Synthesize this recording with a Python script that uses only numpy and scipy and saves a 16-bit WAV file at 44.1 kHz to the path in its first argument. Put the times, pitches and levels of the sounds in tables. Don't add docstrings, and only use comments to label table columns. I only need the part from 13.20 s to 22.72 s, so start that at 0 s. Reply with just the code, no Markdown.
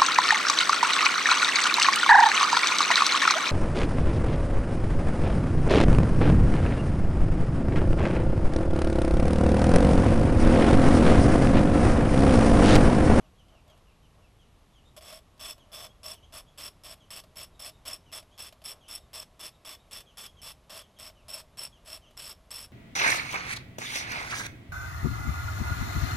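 import sys
import numpy as np
from scipy import signal
from scipy.fft import rfft, irfft, next_fast_len
from scipy.io import wavfile
from scipy.ndimage import uniform_filter1d

SR = 44100
rng = np.random.default_rng(int(sys.argv[2]) if len(sys.argv) > 2 else 0)


def dump(signal):
    limited = np.clip(np.atleast_2d(signal).T, -1, 1)
    pcm = np.round(limited * 32767).astype(np.int16)
    wavfile.write(sys.argv[1], SR, pcm)


N = 419832

# (start [s], end [s], rattle level [dB], its rise over the swing [dB],
# drive of the spring [dB re rattle], drive of the cover [dB re rattle])
RETURN_SWINGS = [(1.765, 1.789, -53, -2, 1, 7), (1.809, 1.993, -56, 4.5, -0.5, 3.5),
                 (2.195, 2.332, -51.5, 4, 2.5, -3), (2.518, 2.671, -53, 4.5, 2, 1.5),
                 (2.832, 2.952, -52, 0, 4.5, 2), (3.124, 3.212, -51.5, 1, 1, 0),
                 (3.376, 3.49, -50.5, 4.5, 2, -6.5), (3.636, 3.746, -52.5, 2, 2.5, 0),
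                 (3.905, 4.003, -50, 1.5, 2.5, -7), (4.157, 4.251, -50, -3, 2, -3.5),
                 (4.394, 4.5, -51, 2.5, 4.5, -0.5), (4.653, 4.766, -50, -3, 1, -1.5),
                 (4.917, 5.005, -50.5, 2.5, 2.5, -5.5), (5.178, 5.294, -52, -5.5, 0.5, -11.5),
                 (5.44, 5.534, -50.5, -2.5, 5, -10), (5.682, 5.781, -51, 2, 3, -9),
                 (5.932, 6.035, -52, -7.5, 2.5, -3), (6.194, 6.292, -51, -4, 2, -13),
                 (6.449, 6.556, -51, 2, 1.5, -4.5), (6.711, 6.817, -49.5, -1.5, 2, -12.5),
                 (6.972, 7.073, -52, -1.5, 1.5, -21), (7.217, 7.323, -53, 2, 4.5, -7),
                 (7.496, 7.622, -51, -0.5, -0.5, -2), (7.788, 7.896, -53, -2, 2.5, -1.5),
                 (8.083, 8.218, -50.5, -1.5, 3, 0), (8.372, 8.478, -50.5, -0.5, 3, -5.5),
                 (8.65, 8.779, -53, 4, 1.5, -1.5), (8.97, 9.129, -51, 2.5, 3.5, -8.5),
                 (9.306, 9.463, -52, -4, 4.5, -12.5)]
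# (frequency [Hz], bandwidth [Hz], relative level [dB])
SPRING_MODES = [(2655, 190, -12), (5150, 470, -2.5), (5433, 98, 1.5), (7794, 380, -6.5), (8102, 146, -3),
                (10544, 88, -5), (10758, 320, -5), (13350, 130, -8.5)]
EXTENSION_MODES = [(1130, 56, -13.5), (3463, 58, -2), (6100, 56, -12.5), (10160, 50, -21),
                   (12500, 50, -12.5)]
COVER_MODES = [(615, 53.5, 2.5), (683, 71, 0.5), (1107, 61, -9.5)]
# (frequency [Hz], relative spectral density [dB])
CRACK_SPECTRUM = [(120, -8.5), (400, -7), (800, -3.5), (1200, -1), (1500, -5.5), (2100, -3.5), (2700, -0.5),
                  (3250, 1.5), (3950, -4.5), (4650, -2), (6300, -11.5), (7300, -7.5), (9200, -11.5),
                  (13200, -9.5), (14400, -38)]


def from_db(db):
    return 10 ** (np.asarray(db) / 20)


def rms(x):
    return np.sqrt(np.mean(x ** 2) + 1e-24)


def drift(rate):
    knots = rng.standard_normal(N // 20)
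    return np.interp(np.arange(N) / SR * rate, np.arange(len(knots)), knots) * np.sqrt(3 / 2)


def colour(x, spectrum):
    size = next_fast_len(N + SR // 10, real=True)
    size += size % 2
    hz, level_db = np.transpose(spectrum)
    grid = np.maximum(np.arange(size // 2 + 1) * SR / size, 1)
    gain = from_db(np.interp(np.log(grid), np.log(hz), level_db))
    cepstrum = irfft(np.log(gain / rms(gain)))
    cepstrum[1:size // 2] *= 2
    cepstrum[size // 2 + 1:] = 0
    return irfft(rfft(x, size) * np.exp(rfft(cepstrum)))[:N]


def resonate(x, modes):
    out, power = 0, 0
    for k, (hz, width_hz, level_db) in enumerate(modes):
        radius = np.exp(-np.pi * width_hz / SR)
        gain = from_db(level_db) * np.sqrt((1 - radius ** 2) / 2) * (-1) ** k
        feedback = [1, -2 * radius * np.cos(2 * np.pi * hz / SR), radius ** 2]
        out = out + signal.lfilter([gain, 0, -gain], feedback, x + 1e-18)
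        power += from_db(level_db) ** 2
    return out / np.sqrt(power)


def scatter(clicks, t60):
    retained = from_db(-60 / (t60 * SR)) ** 2
    power = signal.lfilter([1 - retained], [1, -retained], clicks ** 2 + 1e-24)
    return np.sqrt(power) * rng.standard_normal(N)


def reflections(x, t60, wet_db):
    t = np.arange(SR // 3) / SR
    tail = rng.standard_normal(len(t)) * from_db(-60 * t / t60) * (t > .002)
    return x + from_db(wet_db) * signal.fftconvolve(x, tail / np.linalg.norm(tail))[:N]


def background(level_db=-59, rumble_hz=200, waver_db=1.0):
    # (frequency [Hz], relative spectral density [dB])
    air_spectrum = [(12, -36.5), (20, -3), (73, -3), (302, -18), (615, -20.5), (954, -23), (1090, -21.5),
                    (1560, -30), (3100, -29.5), (3650, -30.5), (4310, -34), (10100, -40.5), (11600, -35.5),
                    (14000, -76)]
    # (time [s], gain [dB])
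    rumble_swell = [(0, 0.5), (3.7, 1.5), (5, -1), (6.2, -2.5), (7, -0.5), (8.2, -0.5), (9.5, 1.5)]
    air = colour(rng.standard_normal(N), air_spectrum)
    rumble = signal.sosfilt(signal.butter(1, rumble_hz, fs=SR, output="sos"), air)
    swell_db = np.interp(np.arange(N) / SR, *np.transpose(rumble_swell)) + waver_db * drift(6)
    return from_db(level_db) * (air + rumble * (from_db(swell_db) - 1))


def hollow_rubbing(swell_s=0.06, turning_db=-69.5, waver_db=1.45):
    # (peak time [s], level [dB])
    rubs = [(.01, -61), (.33, -63), (.52, -60), (.98, -62.5), (2.6, -51), (5.54, -58), (8.15, -55)]
    # (frequency [Hz], bandwidth [Hz], relative level [dB])
    hollow_modes = [(430, 160, -6), (900, 560, -2.5)]
    t = np.arange(N) / SR
    swells = sum(from_db(level_db) * np.exp(-np.abs(t - peak) / swell_s) for peak, level_db in rubs)
    turning = from_db(turning_db) * (t > RETURN_SWINGS[0][0])
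    noise = np.hypot(swells, turning) * from_db(waver_db * drift(40)) * rng.standard_normal(N)
    return resonate(noise, COVER_MODES + hollow_modes)


def chirp(length_s, first_hz, glide_hz_per_s, arch_hz=69.3, octave_db=-13.5, waver=.022, flutter=.48):
    along = np.linspace(0, 1, int(length_s * SR))
    hz = first_hz + glide_hz_per_s * length_s * along + arch_hz * np.sin(np.pi * along)
    hz *= 1 + waver * np.interp(along, np.linspace(0, 1, 20), rng.standard_normal(20))
    phase = 2 * np.pi * np.cumsum(hz) / SR
    envelope = np.sqrt(np.abs(np.sin(np.pi * along)))
    envelope *= 1 + flutter * np.interp(along, np.linspace(0, 1, 40), rng.standard_normal(40))
    tone = envelope * (np.sin(phase) + from_db(octave_db) * np.sin(2 * phase))
    return tone / rms(tone)


def birds(fall_hz_per_s=10000, rise_hz_per_s=8060, pip_s=0.0506, pip_hz=3680, pip_db=-72.5, gain_db=0.5):
    # (start [s], duration [s], starting frequency [Hz], relative level [dB])
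    falling = [(.022, 0.055, 3080, -75), (0.175, 0.058, 3340, -69), (0.28, .032, 3170, -71),
               (0.321, 0.088, 3160, -70.5), (.48, 0.068, 3390, -68), (0.654, .073, 3070, -73),
               (0.824, 0.051, 3200, -72), (1.006, .082, 3040, -74.5), (1.189, .058, 3360, -69.5),
               (1.53, 0.075, 3490, -68), (2.391, 0.06, 3380, -67.5), (2.953, 0.048, 3220, -67),
               (3.797, 0.06, 3380, -66.5), (4.853, 0.067, 3170, -68.5), (5.607, .05, 3300, -65.5),
               (6.857, 0.07, 3410, -66), (7.165, .057, 3340, -63), (7.62, 0.042, 3360, -66),
               (7.76, 0.038, 3280, -65.5), (7.946, 0.08, 3200, -71), (8.516, .067, 3450, -66),
               (8.812, 0.059, 3240, -66), (8.859, .042, 3260, -64.5)]
    rising = [(1.651, .049, 3470, -68.5), (2.687, 0.04, 3070, -68), (3.026, 0.031, 2960, -62),
              (3.262, .045, 3130, -69), (5.11, 0.052, 3000, -68), (5.652, .04, 2880, -63),
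              (7.055, .05, 2960, -63.5)]
    pip_starts = [4.339, 4.52, 5.8, 6.32, 6.579]
    calls = [(*row, -fall_hz_per_s) for row in falling] + [(*row, rise_hz_per_s) for row in rising]
    calls += [(start, pip_s, pip_hz, pip_db, 0) for start in pip_starts]
    out = np.zeros(N)
    for start, length_s, first_hz, level_db, glide in calls:
        call = chirp(length_s, first_hz, glide)
        at = int(start * SR)
        out[at:at + len(call)] += from_db(level_db + gain_db) * call
    return out


def socket_knocks(gain_db=25.0, crack_db=-4.5, ring_db=-21.0):
    # (time [s], relative level [dB])
    knocks = [(.283, -64), (.478, -59.5), (.5, -58), (.575, -60.5), (2.178, -59.5), (2.38, -56),
              (4.038, -52), (5.027, -56), (5.325, -50), (5.418, -54), (7.899, -52), (8.908, -57.5)]
    clicks = np.zeros(N)
    for time, level_db in knocks:
        clicks[round(time * SR)] = from_db(level_db + gain_db)
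    blows = scatter(clicks, t60=0.052)
    crack = from_db(crack_db) * colour(blows, CRACK_SPECTRUM)
    steel_ring = from_db(ring_db) * resonate(blows, SPRING_MODES + EXTENSION_MODES)
    return crack + resonate(clicks, COVER_MODES) + steel_ring


def pawl_clicks(peak_teeth_per_s=380, start_speed=.55, jitter=.24, uneven_db=1.5, wobble_db=1.13):
    # (time [s], level [dB re rattle])
    extension_drive = [(1.8, -4), (2.3, 4), (3.3, -4), (4.7, -3.5), (6.9, 0.5), (8.3, -10.5), (9.5, -6.5)]
    attack_s, attack_db, release_s, release_db = 0.005, -5, 0.012, -8.5
    clicks, hand_db = np.zeros((4, N)), wobble_db * drift(35)
    for start, end, rattle_db, rise_db, spring_db, cover_db in RETURN_SWINGS:
        along = np.linspace(0, 1, int((end - start) * SR))
        rate = peak_teeth_per_s * (start_speed + (1 - start_speed) * np.sin(np.pi * along))
        teeth_passed = np.cumsum(rate) / SR
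        chance = rng.standard_normal((200, 5))
        teeth = np.cumsum(np.exp(jitter * chance[:, 0]))
        teeth -= teeth[0]
        at = np.searchsorted(teeth_passed, teeth[teeth < teeth_passed[-1]])
        loads = from_db(uneven_db * (chance[:len(at), 1] + .5 * chance[:len(at), 1:].T))
        loads /= np.sqrt(np.mean(loads ** 2, axis=1, keepdims=True))
        t, where = at / SR, int(start * SR) + at
        ease_db = attack_db * np.exp(-t / attack_s) + release_db * np.exp((start + t - end) / release_s)
        level_db = rattle_db + rise_db * (along[at] - .5) + ease_db + hand_db[where]
        extension_db = np.interp(start, *np.transpose(extension_drive))
        shares = from_db([0, spring_db, extension_db, cover_db])[:, None]
        clicks[:, where] = shares * loads * from_db(level_db) * np.sqrt(SR / rate[at])
    return clicks


def ratchet(crack_db=2.0, tick_db=-7.0, spring_db=3.5):
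    head, spring, extension, cover = pawl_clicks()
    impacts = from_db(crack_db) * scatter(head, t60=0.044) + from_db(tick_db) * head
    crack = colour(impacts, CRACK_SPECTRUM)
    spring_ring = from_db(spring_db) * resonate(scatter(spring, t60=0.0031), SPRING_MODES)
    return crack + spring_ring + resonate(extension, EXTENSION_MODES) + resonate(cover, COVER_MODES)


def light_snaps(per_s=11, first=.15, last=.8, excess_db=7, spread_db=1):
    rows = []
    for start, end, rattle_db, _, spring_db, _ in RETURN_SWINGS:
        place, strength = rng.random(size=12), rng.standard_normal(size=12)
        count = int(per_s * (end - start) + rng.random())
        times = start + (end - start) * (first + (last - first) * place[:count])
        rows += zip(times, rattle_db + spring_db + excess_db + spread_db * strength)
    return rows


def pawl_snaps(surge_hz=2680, spread=.012, chatter_s=.006, gain_db=-1.5):
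    # (peak time [s], relative level [dB])
    hard_snaps = [(2.3007, -36), (2.3102, -34), (2.9186, -36), (4.172, -39), (4.1848, -41), (4.2326, -37),
                  (4.424, -37.5), (4.681, -31.5), (4.734, -32.5), (4.7426, -38), (5.204, -36.5),
                  (5.2244, -38), (5.459, -35), (5.489, -39), (5.7131, -38.5), (5.753, -33.5), (5.759, -32),
                  (6.001, -34.5), (6.7322, -38), (8.104, -37), (8.137, -34.5), (8.143, -32),
                  (8.3943, -32.5), (8.4048, -39), (8.4366, -33), (8.453, -34), (8.732, -35.5),
                  (9.3177, -36.5), (9.361, -35)]
    out, t = np.zeros(N), np.arange(SR // 30) / SR
    envelope = np.sin(np.pi * np.minimum(t / chatter_s, 1))
    for time, level_db in hard_snaps + light_snaps():
        hz = surge_hz * (1 + spread * rng.standard_normal())
        chatter = sum(np.cos(2 * np.pi * k * hz * t) for k in range(1, 6))
        grit = rng.standard_normal(len(t))
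        ring = resonate((chatter + grit) * envelope, SPRING_MODES)
        power = uniform_filter1d(ring ** 2, size=60)
        at = round(time * SR) - np.argmax(power)
        out[at:at + len(t)] += from_db(level_db + gain_db) * ring / np.sqrt(power.max())
    return out


def scene():
    tool = ratchet() + pawl_snaps() + socket_knocks() + hollow_rubbing()
    engine_bay = reflections(tool, t60=0.15, wet_db=-13.0)
    distant_birds = reflections(birds(), t60=0.32, wet_db=-4.5)
    mono = engine_bay + distant_birds + background()
    return np.stack([mono, mono])


def record(dry):
    cutoff_hz = 14400
    return signal.sosfilt(signal.ellip(10, .3, 70, cutoff_hz, fs=SR, output="sos"), dry)


dry = scene()
out = record(dry)
dump(out)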